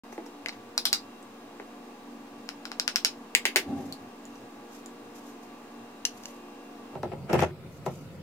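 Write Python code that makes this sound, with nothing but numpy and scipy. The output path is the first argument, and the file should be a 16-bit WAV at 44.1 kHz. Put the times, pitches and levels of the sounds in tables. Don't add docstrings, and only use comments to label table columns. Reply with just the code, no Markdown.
import sys
import numpy as np
from scipy import signal
from scipy.fft import rfft, irfft, next_fast_len
from scipy.io import wavfile
from scipy.ndimage import uniform_filter1d, map_coordinates

SR = 44100
rng = np.random.default_rng(int(sys.argv[2]) if len(sys.argv) > 2 else 0)


def generate_wav(sig):
    pcm = np.round(np.clip(np.atleast_2d(sig).T, -1, 1) * 32767).astype(np.int16)
    wavfile.write(sys.argv[1], SR, pcm)


def elevation(decibels):
    levels = np.asarray(decibels, float)
    return 10 ** (levels / 20)


N = 362502


def unit(x):
    return x / np.sqrt(np.mean(x ** 2) + 1e-20)


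def along(points, hz):
    f, v = np.transpose(points)
    return np.interp(np.log(hz + 1), np.log(f + 1), v)


def gains(rows):
    s, db = np.transpose(rows)
    return elevation(np.interp(np.arange(N) / SR, s, db, -120, -120))


def strokes(rows, rise_db_per_s, fall_db_per_s):
    t = np.arange(N) / SR
    total = 0
    for start, hold, db in rows:
        before = np.maximum(start - t, 0)
        after = np.maximum(t - start - hold, 0)
        total = total + elevation(db - rise_db_per_s * before - fall_db_per_s * after)
    return total


def wobble(rate):
    knots = rng.standard_normal(int(N * rate / SR) + 4)
    return map_coordinates(knots, [np.arange(N) * rate / SR])


def filtered(x, response):
    m = next_fast_len(x.shape[-1] + 8192)
    spectrum = rfft(x, m) * response(np.fft.rfftfreq(m, 1 / SR))
    return irfft(spectrum, m)[..., :x.shape[-1]]


def modes(table, scatter_db=0):
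    scatter = scatter_db * rng.standard_normal(len(table))

    def warp(hz):
        return SR / np.pi * np.tan(np.pi * np.minimum(hz / SR, .4999))

    def response(hz):
        f = warp(hz)
        total = 0
        for k, (centre, width, db) in enumerate(table):
            c = warp(centre)
            w = warp(centre + width / 2) - warp(centre - width / 2)
            resonance = 1j * f * w / (c * c - f * f + 1j * f * w)
            total = total + (-1) ** k * elevation(db + scatter[k]) * resonance
        return total

    return response


# f/Hz, likeness (1 = identical)
PORT_LIKENESS = [(60, 0.98), (130, 0.92), (290, 0.99), (640, 0.73), (1410, 0.33), (3100, -0.087),
                 (6820, -0.093), (15000, -0.11)]


def half_angle(hz):
    return np.arccos(np.clip(along(PORT_LIKENESS, hz), -1, 1)) / 2


def ports(pair):
    mid, side = filtered(pair, lambda hz: np.array([np.cos(half_angle(hz)), np.sin(half_angle(hz))]))
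    return np.array([mid + side, mid - side])


def rush(spectrum, patchy_db):
    z = signal.stft(rng.standard_normal((2, N)), nperseg=512)[2]
    field = uniform_filter1d(rng.standard_normal(z.shape[1:]), size=6, axis=0)
    field = uniform_filter1d(field, size=14, axis=1)
    pair = signal.istft(z * elevation(patchy_db * unit(field)), nperseg=512)[1][:, :N]
    return unit(ports(filtered(pair, lambda hz: elevation(along(spectrum, hz)))))


# f/Hz, t60/s
KITCHEN_T60 = [(200, 0.44), (500, 0.16), (1300, 0.13), (3500, .16), (9000, 0.13), (16000, 0.13)]


def kitchen(x):
    hz, t, z = signal.stft(rng.standard_normal((2, SR // 4)), SR, nperseg=256)
    decay = elevation(-60 * t / along(KITCHEN_T60, hz)[:, None])
    tail = ports(signal.istft(z * decay, SR, nperseg=256)[1])
    tail *= np.clip(np.arange(tail.shape[1]) / SR / .004, 0, 1)
    return signal.fftconvolve(x[None], tail / np.linalg.norm(tail[0]), axes=1)


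def peak_one(x):
    return x / abs(x).max()


def blows(events, body, crack, crack_db, crack_grows, lag_s, rough=0, scatter_db=1.5):
    firm_blow_db = -10
    out, t = np.zeros((2, N + SR)), np.arange(SR // 5) / SR
    for s, db, pan_db, room_db, ms in events:
        force = np.exp(-1000 * t / ms) * (1 + rough * rng.standard_normal(len(t)))
        ring = filtered(force, modes(body, scatter_db))
        grit = (t == 0) + 0.25 * np.exp(-t / 0.0015) * rng.standard_normal(len(t))
        snap = filtered(grit, modes([(*crack, 0)]))
        share = elevation(crack_db + crack_grows * (db - firm_blow_db))
        dry = elevation(db) * np.array([peak_one(ring), share * peak_one(snap)])
        dry = filtered(dry, lambda hz: (1j * hz / (70 + 1j * hz)) ** 2 / (1 + 1j * hz / 14000))
        heard = elevation(room_db) * (kitchen(dry[0]) + kitchen(dry[1]))
        pan = elevation([[pan_db / 2], [-pan_db / 2]])
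        heard[:, :len(t)] += filtered(
            sum(dry), lambda hz: pan * np.exp(-2j * np.pi * hz * [[0], [lag_s]]))
        out[:, round(s * SR):][:, :heard.shape[1]] += heard
    return out[:, :N]


def rubbed(body, lumps_db, rate):
    friction = elevation(lumps_db * wobble(rate)) * rng.standard_normal(N)
    drag = filtered(friction, modes(body))
    direct = drag * elevation([[1.1], [-1.1]])
    return unit(direct + elevation(4.5) * kitchen(drag)[:, :N])


# f/Hz, relative level/dB
HISS_COLOUR = [(1000, 22.5), (4000, -36.5), (9000, 4), (15500, 19), (16500, -12)]


def input_hiss():
    noise = rng.standard_normal((2, N))
    return elevation(-70.0) * unit(filtered(noise, lambda hz: elevation(along(HISS_COLOUR, hz))))


# f/Hz, relative level/dB
HUM_TONES = [(209.9, -62.5), (236.9, -54.5), (285.3, -54.5), (355.3, -62), (425.3, -64), (473.7, -60),
             (721.4, -62.5), (823.6, -64), (1152, -64.5), (1416, -84), (1647, -70), (2471, -75),
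             (2724, -68), (3887, -75.5)]


def appliance_hum():
    t = np.arange(N) / SR
    hum = 0
    for hz, db in HUM_TONES:
        phase = 2 * np.pi * (hz * t + rng.random()) + 1.15 * wobble(4) + 0.56 * wobble(15)
        apart = half_angle(hz)
        hum = hum + elevation(db + 2.45 * wobble(9)) * np.sin(phase + np.array([[apart], [-apart]]))
    return elevation(-49) * unit(hum)


# f/Hz, relative level/dB
DRONE_COLOUR = [(85, -15), (108, -7), (118, -2.5), (130, -5), (160, -44)]


def low_drone():
    return elevation(-69.5) * rush([(20, -120)] + DRONE_COLOUR + [(300, -120)], patchy_db=2.5)


# f/Hz, relative level/dB
AIR_COLOUR = [(15, -72), (25, -24), (111, -31), (177, -12), (226, -6.5), (280, -3.5), (378, -7.5),
              (470, -9.5), (510, -9.5), (1180, -11), (1280, -16.5), (3700, -25), (7110, -30), (15200, -41),
              (16500, -60)]


def room_air():
    return elevation(-49.5) * rush(AIR_COLOUR, patchy_db=.5)


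# f/Hz, relative level/dB
LATE_AIR_COLOUR = [(15, -59), (25, -38), (142, -4), (280, -14.5), (483, -18.5), (524, -13.5), (706, -36),
                   (1320, -25), (1640, -34), (2090, -30.5), (3910, -37.5), (12600, -48.5), (16500, -66)]


def background():
    late = np.clip((np.arange(N) / SR - 6.95) / .05, 0, 1)
    early_sound = room_air() + appliance_hum() + low_drone()
    late_sound = elevation(-46) * rush(LATE_AIR_COLOUR, patchy_db=2.5)
    return np.sqrt(1 - late) * early_sound + np.sqrt(late) * late_sound


# t/s, level/dB
FINGER_FLICKS = [(.124, -51.5), (.26, -55), (3.925, -62), (4.255, -65), (4.86, -60), (5.43, -59),
                 (7.862, -49.5)]
# t/s, hold/s, level/dB
FINGER_BRUSHES = [(3.78, .12, -59), (4.345, .012, -64), (4.745, .015, -54.5), (5.16, .025, -57.5),
                  (5.27, .03, -60), (6.16, 0.021, -56), (6.25, 0.038, -58.5), (6.33, .06, -68),
                  (7.73, 0.027, -62), (7.93, 0.025, -55.5), (8.02, .12, -68)]
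# f/Hz, relative level/dB
RUSTLE = [(2000, 0), (4000, -1), (6500, 5), (9500, -4.5), (13000, 0), (16000, -21)]


def brushing():
    flicks = strokes([(s, 0, db) for s, db in FINGER_FLICKS], rise_db_per_s=2500, fall_db_per_s=400)
    brushes = strokes(FINGER_BRUSHES, rise_db_per_s=254, fall_db_per_s=202)
    rustle = unit(elevation(2.7 * wobble(120)) * rush(RUSTLE, patchy_db=0.5))
    return (flicks + brushes) * rustle


# t/s, level/dB, left-right/dB, room/dB, force decay/ms
COUNTER_BUMPS = [(0.126, -32.5, 0, -3, 0.16), (0.179, -26, -1.5, -1, 0.45), (0.204, -36, -0.6, -9, 0.39),
                 (0.262, -35, 0, -4, 0.23), (1.599, -28.5, 1.5, -2.5, 0.11)]
# f/Hz, width/Hz, relative level/dB
COUNTER_MODES = [(330, 54, 1.5), (486, 100, 1.5), (667, 54, -1), (830, 76, 1.5), (1370, 560, -12),
                 (2020, 360, -3.5)]


def counter_bumps():
    return blows(COUNTER_BUMPS, COUNTER_MODES, crack=(2500, 4000), crack_db=1.5, crack_grows=0.86,
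                 lag_s=.0001, rough=0.11)


# t/s, level/dB, f/Hz
METAL_TICKS = [(0.1276, -43, 6090), (0.264, -42, 5600), (1.2276, -43, 8080), (3.925, -25, 4400),
               (4.2533, -37, 7000), (4.356, -44, 5940), (4.8606, -32.5, 7200), (7.03, -42, 5580),
               (7.33, -28.5, 5450), (7.333, -28, 12700), (7.383, -40, 8580), (7.392, -31, 4460),
               (7.4051, -31, 5700), (7.406, -31, 12500), (7.4235, -30, 6300), (7.863, -45, 6160)]


def ticks():
    return sum(blows([(s, db, 0, -4, .03)], [(hz, 280, 0)], crack=(7000, 8000), crack_db=-0.5,
                     crack_grows=0, lag_s=0.00015) for s, db, hz in METAL_TICKS)


# t/s, level/dB, left-right/dB, room/dB, force decay/ms
KNOCKS_ON_TIN = [(0.4604, -16, 5.3, -8.5, 0.12), (0.4924, -21.5, 2.3, -18, 0.089),
                 (0.5254, -37, 1.1, 4, 0.05), (3.35, -2, 0.6, -5.5, 0.029),
                 (3.4538, -5.5, 0.6, -0.6, 0.082), (3.5597, -3.5, 1, 0.5, 0.11)]
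# f/Hz, width/Hz, relative level/dB
TIN_MODES = [(376, 117, -9.5), (920, 250, -9), (1515, 330, -5), (2122, 360, 5), (2200, 20, 5),
             (2566, 44, -1.5), (2950, 570, 2), (3620, 770, -1.5), (4860, 590, -0.5), (6650, 330, 0.5),
             (8300, 580, -10), (11100, 2700, -7), (13800, 1800, -13.5)]


def tin_knocks():
    return blows(KNOCKS_ON_TIN, TIN_MODES, crack=(6000, 9000), crack_db=-8, crack_grows=0.76,
                 lag_s=0.00013)


# t/s, level/dB, left-right/dB, room/dB, force decay/ms
TAPS_OF_SCOOP = [(0.4849, -20, -5, -6, 0.1), (0.7778, -9, 3.5, -6.5, 0.014), (0.8537, -8, 4, -3, 0.025),
                 (0.929, -6.5, 2.5, -3, 0.025)]
# f/Hz, width/Hz, relative level/dB
SCOOP_MODES = [(800, 250, -12), (1410, 320, -8), (2500, 500, -12), (3800, 130, 2.5), (4210, 65, 8),
               (4780, 105, 8), (5100, 100, 7), (5450, 180, 0), (5680, 190, 5.5), (6240, 320, -5.5),
               (7500, 120, -2.5), (10160, 380, -6), (12300, 350, -27)]


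def scoop_taps():
    return blows(TAPS_OF_SCOOP, SCOOP_MODES, crack=(4500, 5000), crack_db=-2.5, crack_grows=1.07,
                 lag_s=.00016)


# t/s, level/dB, left-right/dB, room/dB, force decay/ms
TAPS_ON_BASKET = [(2.49, -17.5, 5.5, -6, 0.081), (2.6543, -20, 6, -4, 0.088), (2.717, -19, 5, -5, 0.25),
                  (2.798, -7.5, 3.5, -6.5, 0.024), (2.8785, -8, 7, -3.5, 0.043),
                  (2.959, -6, 5.5, -3, 0.019), (3.0482, -4, -1, -2, 0.0096)]
# f/Hz, width/Hz, relative level/dB
BASKET_MODES = [(770, 280, -1.5), (1440, 240, 6), (2800, 870, 4), (3970, 320, 10.5), (5300, 430, 13.5),
                (6160, 110, -21), (6570, 180, 0.5), (12700, 410, -39), (15300, 540, -22)]


def basket_taps():
    return blows(TAPS_ON_BASKET, BASKET_MODES, crack=(4400, 5000), crack_db=-6.5, crack_grows=0.51,
                 lag_s=0.00016)


# t/s, hold/s, level/dB
SCOOP_SHIFTS = [(3.69, 0.035, -31), (3.778, 0.026, -32.5), (3.85, 0.085, -41.5), (4.02, 0.055, -46)]
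# f/Hz, width/Hz, relative level/dB
TIN_AIR_MODES = [(87, 38, -18), (124, 46, -9), (186, 57, -6), (274, 32.5, 4.5), (393, 65, -8),
                 (610, 143, -12), (806, 150, -15), (480, 93, -14)]


def scoop_settling():
    movement = strokes(SCOOP_SHIFTS, rise_db_per_s=450, fall_db_per_s=350)
    return movement * rubbed(TIN_AIR_MODES, lumps_db=0.0, rate=27)


# t/s, level/dB, left-right/dB, room/dB, force decay/ms
TAPS_OF_TAMPER = [(6.052, -6.5, 3, -8.5, 0.011), (6.236, -34, 0, -6, 0.03), (6.256, -24, -3, -12, 0.057)]
# f/Hz, width/Hz, relative level/dB
TAMPER_MODES = [(1730, 400, -9.5), (2860, 180, 2), (4300, 220, -3), (5070, 150, 2), (5900, 130, 8.5),
                (6360, 450, 0.5), (7050, 240, -2), (7470, 100, -3), (10940, 630, -3.5)]


def tamper_taps():
    return blows(TAPS_OF_TAMPER, TAMPER_MODES, crack=(5000, 5000), crack_db=-6.5, crack_grows=-0.11,
                 lag_s=0.000124)


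# f/Hz, width/Hz, relative level/dB
MACHINE_MODES = [(87.3, 12.5, -2), (147.4, 22.5, -2), (223, 21, -6.5), (361.5, 30, 1.5), (527, 45, -1),
                 (607, 20, 0), (702, 123, -3), (828, 78, 0), (968, 120, -7), (1324, 75, -8),
                 (1830, 340, -18), (2140, 68, -12.5), (2660, 210, -16)]
# t/s, boom level/dB
HANDLE_TWIST = [(6.93, -50.5), (7.162, -48), (7.35, -49), (7.55, -54.5), (7.982, -54.5), (8.22, -57)]


def casing_boom():
    return gains(HANDLE_TWIST) * rubbed(MACHINE_MODES[:9], lumps_db=2, rate=90)


# t/s, level/dB, left-right/dB, room/dB, force decay/ms
LUG_CLUNKS = [(6.954, -25, -5, -1.5, 0.45), (7.032, -18, 2, -1, 0.15), (7.118, -29.5, 6, 4.5, 0.22),
              (7.134, -28.5, 7, -10, 0.49), (7.293, -27, -0.6, 12.5, 0.33), (7.331, -9.5, 2, -3, 0.81),
              (7.343, -16.5, 11, 3, 0.23), (7.354, -19, -0.6, -16, 0.5), (7.381, -38, -1.1, 1.1, 0.77),
              (7.392, -17, 1, -6, 0.51), (7.423, -11, 8, -8, 0.2), (7.435, -11.5, -3, -8.5, 0.2),
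              (7.863, -18.5, 4, 0.6, 0.18)]


def lug_clunks():
    return blows(LUG_CLUNKS, MACHINE_MODES, crack=(2300, 3000), crack_db=-17, crack_grows=.05,
                 lag_s=.00002, rough=.3)


# t/s, hold/s, level/dB
LUG_SCRAPES = [(7.125, .008, -52), (7.3, .025, -41), (7.335, 0.03, -36), (7.393, 0.041, -30.5),
               (7.45, 0.049, -48)]


def lug_scraping():
    colour = [(600, 0), (1300, 6), (2700, 1.0), (4000, -12.5), (7000, -13.5), (12000, -27), (16000, -36)]
    grit = rush(colour, patchy_db=1.0)
    sliding = strokes(LUG_SCRAPES, rise_db_per_s=1100, fall_db_per_s=800)
    return sliding * unit(elevation(2.5 * wobble(160)) * grit)


def scene():
    handling = brushing() + counter_bumps() + ticks()
    taps = tin_knocks() + scoop_taps() + basket_taps() + scoop_settling() + tamper_taps()
    lock = casing_boom() + lug_clunks() + lug_scraping()
    return background() + handling + taps + lock


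def top_cut(x):
    return signal.sosfilt(signal.butter(12, 17180, fs=SR, output="sos"), x)


# f/Hz, left-right/dB
PORT_COLOUR = [(100, -0.5), (250, -0.5), (700, 0.5), (2000, 1), (5000, 0.5), (9000, -1.5), (14000, -1.5)]


def record(dry):
    heard = filtered(dry, lambda hz: elevation(along(PORT_COLOUR, hz) * [[.5], [-.5]]))
    opened = np.clip((np.arange(N) / SR - .035) / 0.002, 0, 1)
    mix = (heard + input_hiss() - .0006) * opened
    return top_cut(mix)


dry = scene()
out = record(dry)
generate_wav(out)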